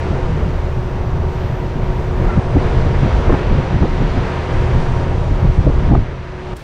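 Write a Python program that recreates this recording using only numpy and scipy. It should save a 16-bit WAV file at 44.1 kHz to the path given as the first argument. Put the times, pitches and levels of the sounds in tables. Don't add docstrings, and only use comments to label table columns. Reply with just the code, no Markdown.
import sys
import numpy as np
from scipy import signal
from scipy.fft import rfft, irfft, next_fast_len
from scipy.io import wavfile
from scipy.ndimage import uniform_filter1d

SR = 44100
rng = np.random.default_rng(int(sys.argv[2]) if len(sys.argv) > 2 else 0)


def master_out(mix):
    frames = np.transpose(np.atleast_2d(mix))
    ceiling = np.clip(frames, -1, 1)
    pcm = np.round(ceiling * 32767).astype(np.int16)
    wavfile.write(sys.argv[1], SR, pcm)


N = 292647
T = np.arange(N) / SR
CUT_S = 6.539

# centre_s, flap level_db, length_s, top of the flap_hz, top of its core_hz, deep swell level_db
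BUFFETS = [(0.072, -25, .02, 400, 1100, -23), (0.121, -25.5, 0.029, 252.5, 600, -20),
           (1.237, -27, 0.018, 509, 1200, -28), (1.51, -28, 0.042, 225, 530, -18),
           (1.775, -20.5, 0.038, 245, 600, -31), (1.894, -29, 0.033, 247, 600, -13),
           (2.091, -35, 0.034, 223, 530, -19.5), (2.207, -22, 0.041, 308, 900, -22),
           (2.377, -11.5, 0.027, 216, 700, -10), (2.554, -15.5, 0.014, 250, 500, -16),
           (2.567, -9, 0.017, 380, 645, -7.5), (2.797, -30, 0.027, 300, 700, -28),
           (2.863, -22, 0.018, 301, 700, -12), (3.033, -16.5, 0.016, 250, 550, -15),
           (3.055, -16, 0.014, 280, 546, -9.5), (3.298, -11, 0.023, 447, 1100, -4),
           (3.325, -12, 0.011, 400, 1400, -22), (3.34, -10.5, 0.017, 492.4, 1000, -22),
           (3.348, -16, 0.0097, 608, 1250, -18), (3.53, -16.5, 0.051, 250.7, 600, -10),
           (3.588, -20, 0.037, 242, 600, -13), (3.753, -22, 0.036, 249, 500, -11),
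           (3.825, -18, 0.0091, 400, 1000, -13), (3.829, -11, 0.024, 296, 1200, -13),
           (3.849, -17, 0.026, 439, 800, -17), (4.0, -29, 0.014, 220, 450, -14),
           (4.02, -15.5, 0.022, 290, 600, -24), (4.176, -20, 0.038, 339, 900, -14.5),
           (4.565, -36, 0.027, 225, 530, -13), (4.752, -32, 0.048, 220, 530, -13),
           (5.148, -33, 0.028, 225, 530, -17), (5.32, -28, 0.036, 218, 530, -12),
           (5.45, -16, 0.013, 200, 550, -10.5), (5.498, -23, 0.022, 200, 450, -13),
           (5.592, -22, 0.025, 220, 450, -7), (5.673, -8.5, 0.016, 375.5, 624, -7.5),
           (5.701, -17.5, 0.017, 359, 480, -27), (5.922, -10, 0.043, 307, 900, -5),
           (5.94, -14, 0.011, 481, 800, -21), (5.952, -13, 0.0062, 897, 1180, -24),
           (5.963, -20.5, 0.017, 500, 950, -18), (5.979, -14, 0.011, 295, 480, -18)]


def undb(db):
    return 10 ** (np.asarray(db) / 20)


def unit(x):
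    return x / np.sqrt(np.mean(x ** 2))


def curves(table):
    s, *columns = np.transpose(table)
    return [np.interp(T, s, column) for column in columns]


def walk(rate):
    steps = 8
    held = np.repeat(rng.standard_normal(size=256), steps)
    slewed = uniform_filter1d(uniform_filter1d(held, size=steps), size=steps)
    return np.interp(T * rate * steps, np.arange(len(held)), unit(slewed))


def noise_spectrum(points):
    size = next_fast_len(N)
    hz = np.arange(size // 2 + 1) * SR / size + 1e-3
    f, db = np.transpose(points)
    colour = undb(np.interp(np.log(hz), np.log(f), db))
    return hz, rfft(rng.standard_normal(size)) * colour


def band(hz, width_hz, size=N):
    b, a = signal.iirpeak(hz, hz / width_hz, fs=SR)
    once = signal.lfilter(b, a, rng.standard_normal(size))
    return unit(signal.lfilter(b, a, once))


def turbulence(points, octaves, tilt, shared_db, own_db, shared_rate, own_rate):
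    hz, spectrum = noise_spectrum(points)
    swell = shared_db * walk(shared_rate)
    place = np.log2(np.clip(hz, octaves[0], octaves[-1]))
    out = 0
    for centre in octaves:
        distance = np.clip(place - np.log2(centre), -1, 1)
        share = np.cos(np.pi / 2 * distance) ** 2
        level_db = swell + own_db * walk(own_rate) + tilt(centre)
        out = out + irfft(spectrum * share)[:N] * undb(level_db)
    return out / np.std(irfft(spectrum))


def rush(rush_db, roar_db, hiss_db):
    # pitch_hz, relative density_db
    rush_colour = [(90, -3), (160, -2), (260, -3), (450, -0.5), (700, -4.5), (1000, -7.5), (1400, -12),
                   (2000, -16), (3200, -23.5), (4400, -29), (5100, -32.5), (5500, -35.5), (5850, -33.5),
                   (6150, -36), (6600, -40), (6950, -38.5), (7250, -44.5), (8600, -43.5), (10500, -59.5),
                   (12000, -56.5), (13000, -64), (14800, -76.5), (15300, -100)]
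    # centre_s, length_s, pitch_hz, width_hz, share taken out (0 to 1)
    hollows = [(6.2, 0.29, 800, 140, 0.68), (6.36, 0.32, 440, 100, 0.65), (5.5, 0.16, 1600, 200, .4)]
    roar_below_hz, hiss_above_hz = 1200, 6000

    def tilt(hz):
        return roar_db * (hz < roar_below_hz) + hiss_db * (hz > hiss_above_hz)

    octaves = 250 * 2 ** np.arange(6)
    air = undb(rush_db) * turbulence(rush_colour, octaves, tilt, shared_db=0.3, own_db=0.66,
                                     shared_rate=5.4, own_rate=14.)
    for s, length, hz, width, share in hollows:
        b, a = signal.iirpeak(hz, hz / width, fs=SR)
        moment = np.exp(-((T - s) / (length / 2)) ** 4)
        air = air - share * moment * signal.lfilter(b, a, air)
    return air


def stream():
    # time_s, level_db
    stream_levels = [(0, -31), (.11, -17), (.42, -15), (.65, -23.5), (.85, -20), (1.3, -19), (2.14, -19),
                     (2.19, -14.5), (2.36, -14.5), (2.41, -30), (2.47, -14.5), (2.7, -15.5), (3.5, -17),
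                     (4.1, -18), (4.44, -27), (4.6, -15.5), (5.25, -18.5), (5.55, -21), (5.78, -12.5),
                     (6.0, -6.5), (6.07, -25), (6.12, -24.5), (6.3, -31), (6.53, -30.5)]
    # pitch_hz, relative density_db
    rumble_colour = [(6, -11.5), (18, -2.5), (38, 0), (52, -3), (70, -3), (100, -5.5), (145, -7),
                     (190, -17), (300, -24), (600, -36), (1200, -61), (5000, -120)]
    flutter_db, flutter_per_s = 1.3, 30.
    swell_s = 0.031
    octaves = 30 * 2 ** np.arange(4)
    eddies = turbulence(rumble_colour, octaves, lambda hz: 0, shared_db=1., own_db=1.5,
                        shared_rate=16., own_rate=12.)
    power = undb(curves(stream_levels)[0] + flutter_db * walk(flutter_per_s)) ** 2
    for s, *_, deep_db in BUFFETS:
        power = power + undb(deep_db) ** 2 * np.exp(-((T - s) / (swell_s / 2)) ** 2)
    return eddies * np.sqrt(power)


def buffets():
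    flap_of_top, flap_db = .75, -4
    core_db, core_sharpness = -7.5, 3.1
    snap = 19
    half = SR // 8
    out, t = np.zeros(N + half), np.arange(-half, N) / SR
    for s, db, length, top_hz, core_hz, _ in BUFFETS:
        near = slice(int(s * SR), int(s * SR) + 2 * half)
        bell = np.exp(-.5 * ((t[near] - s) / (length / 2)) ** 2)
        noise, steps = rng.standard_normal((2, 3 * half))
        steps[2 * half] += snap * np.sign(steps[0])
        low_band = signal.butter(3, [100, top_hz], "band", fs=SR, output="sos")
        high_band = signal.butter(2, [top_hz, core_hz], "band", fs=SR, output="sos")
        body = signal.sosfilt(low_band, noise)[half:] * bell
        flap = np.sin(2 * np.pi * (flap_of_top * top_hz * t[near] + rng.random())) * bell
        body = body / np.std(body) + undb(flap_db) * flap / np.std(flap)
        core = signal.sosfilt(high_band, np.cumsum(steps))[half:] * bell ** core_sharpness
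        burst = body / np.std(body) + undb(core_db) * core / np.std(core)
        out[near] += undb(db) * np.std(bell) * burst
    return out[half:]


def hum():
    # time_s, deep throb_db, panel tone_db, higher tones_db
    cabinet = [(0, -0.5, 1, 0), (.6, 0, -2.5, -2), (2.1, -4, -0.5, 0), (3, 2, 2.5, 4), (3.7, -2, -1.7, 1.5),
               (4.9, 4, 1, 5), (5.5, 1.5, -1.5, 0.5), (5.9, -12, -1.5, 3.5), (6.02, -11, -13, -1),
               (6.15, -8, -14, -6), (6.35, -7.5, -2.5, -7), (6.53, -11, -0.5, -4)]
    # level_db before the cabinet curves, waver_db
    hum_levels = [(-37, -2), (-25.5, 2.3), (-29, 1), (-33.5, 2), (-34.5, 2), (-42, 2), (-50.5, 2), (-41, 4),
                  (-32, 1.1), (-53, 4)]
    fan_orders = [3, 6, 9, 10, 12, 70, 73]
    compressor_orders = [3, 6, 11]
    fan_turns_per_s, compressor_turns_per_s = 13.35, 61.
    panel_above_hz, high_above_hz = 170, 500
    throb_db, panel_db, high_db = curves(cabinet)
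    tones_hz = [k * fan_turns_per_s for k in fan_orders]
    tones_hz += [k * compressor_turns_per_s for k in compressor_orders]
    out = 0
    for hz, (db, waver_db) in zip(tones_hz, hum_levels):
        cabinet_db = high_db if hz > high_above_hz else panel_db if hz > panel_above_hz else throb_db
        level = undb(db + waver_db * walk(12.) + cabinet_db)
        blur = (0.51 + .0009 * hz) * walk(5.) + .0011 * hz * walk(30.)
        out = out + level * np.sin(2 * np.pi * (hz * T + rng.random()) + blur)
    return np.sqrt(2) * out


def whine(rush_db):
    whine_tones = [4737, 5028, 5781, 5821, 6187, 6858, 6919, 6981]
    # peak level_db against the rush, width_hz (rate of the phase wander)
    whine_levels = [(-46, 7.8), (-38.5, 7), (-45, 9.3), (-36, 6), (-47.5, 5.3), (-47.5, 6.1), (-45, 7),
                    (-49.5, 7)]
    out = 0
    for hz, (db, width) in zip(whine_tones, whine_levels):
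        tone = np.sin(2 * np.pi * hz * T + 1.2 * walk(width))
        out = out + undb(db + 1.5 * walk(4.5)) * tone
    return undb(rush_db) * out


def thin_hiss():
    # full from_s, level_db before the bands' own, until_s, last level_db likewise, fade-in_s
    spells = [(.42, -71.5, 2.25, -67, .4), (5.4, -70.5, 5.49, -68, 0.44)]
    # pitch_hz, width_hz, level_db against the spell
    thin_bands = [(12200, 1000, -4), (13850, 900, -2)]
    fade_db, stop_s = 29.5, .12
    level = 0
    for start, first_db, end, last_db, rise in spells:
        times = [start - rise, start, end, end + stop_s]
        levels_db = [first_db - fade_db, first_db, last_db, last_db - fade_db]
        level = level + undb(np.interp(T, times, levels_db))
    hiss = sum(undb(db) * band(hz, width) for hz, width, db in thin_bands)
    return level * undb(1.5 * walk(15.)) * hiss


def scrape():
    # centre_s, level_db before the partials' own, length_s
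    squeaks = [(2.299, -28, 0.023), (2.337, -27.5, 0.015)]
    # pitch_hz at the first squeak's centre, level_db against the squeak
    partials = [(1365, 1.5), (2050, -8)]
    # level_db, length_s, pitch_hz, width_hz
    swish_db, swish_length, swish_hz, swish_width = (-40, 0.26, 1700, 900)
    swish_s, sag_hz_per_s, wobble_per_s = 2.28, 500, 66
    s = T - squeaks[0][0]
    wobble = .8 * walk(wobble_per_s)
    tone, level = 0, 0
    for hz, db in partials:
        cycles = (hz - sag_hz_per_s * s / 2) * s
        tone = tone + undb(db) * np.sin(2 * np.pi * cycles + wobble)
    for centre, db, length in squeaks:
        level = level + undb(db) * np.exp(-.5 * ((T - centre) / (length / 2)) ** 2)
    brush = np.exp(-.5 * ((T - swish_s) / (swish_length / 2)) ** 4)
    return tone * level + undb(swish_db) * band(swish_hz, swish_width) * brush


def garage():
    # pitch_hz, relative density_db
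    air_colour = [(20, -14), (50, 6), (110, -7), (300, -13.5), (1500, -21.5), (2600, -27.5), (5000, -35.5),
                  (15500, -53)]
    # level_db, t60_s, pitch_hz, width_hz
    tick_db, t60, tick_hz, tick_width = (-36, .03, 6500, 9000)
    air_db, tick_s = -30, 6.567
    decay = np.exp(-np.log(1000) * np.clip(T - tick_s, 0, 1) / t60)
    tick = undb(tick_db) * band(tick_hz, tick_width) * (T > tick_s) * decay
    air = unit(irfft(noise_spectrum(air_colour)[1])[:N]) * undb(air_db)
    return air * np.clip((T - CUT_S) / 0.025, 0, 1) ** 2 + tick


def scene():
    # time_s, rush level_db, lift of the low roar_db, lift of the top hiss_db
    fan = [(0, -24, -0.5, 1), (.15, -25.5, 1.6, 1.5), (.8, -28.5, 0.4, 2), (1.2, -28.5, 1.3, 1),
           (1.6, -27, -0.5, 1), (2.15, -28.5, 2, 2), (2.28, -25.5, 2.5, 2.5), (2.5, -25.5, 0, 1.5),
           (2.63, -21.5, -0.9, -0.5), (3.4, -22, -0.3, -1), (3.78, -23, -2, -1.5), (4.33, -21, -3, -1.5),
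           (4.75, -23, -0.5, 2.5), (5.1, -25.5, 1, 2.2), (5.88, -26, -0.5, 1), (6.04, -28.5, -3, -1),
           (6.2, -30.5, -1, -1.5), (6.35, -29, -2.5, 0), (6.53, -28.5, 0, 2)]
    rush_db, roar_db, hiss_db = curves(fan)
    outdoors = rush(rush_db, roar_db, hiss_db) + stream() + buffets()
    outdoors = outdoors + hum() + whine(rush_db) + thin_hiss() + scrape()
    tail = 0.46 * np.clip(1 - (T - CUT_S) / 0.066, 0, 1)
    fade = np.where(T < CUT_S, 1, tail)
    return (outdoors * fade + garage())[None]


def record(dry):
    threshold, window_s, top_hz = 0.32, 0.016, 15700
    size = uniform_filter1d(np.abs(dry), int(window_s * SR), axis=1)
    held = dry * np.minimum(1, threshold / (size + 1e-9)) ** .5
    rounded = held / (1 + np.abs(held) ** 8) ** (1 / 8)
    top_cut = signal.ellip(8, .2, 70, top_hz, fs=SR, output="sos")
    return signal.sosfilt(top_cut, rounded)


dry = scene()
out = record(dry)
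master_out(out)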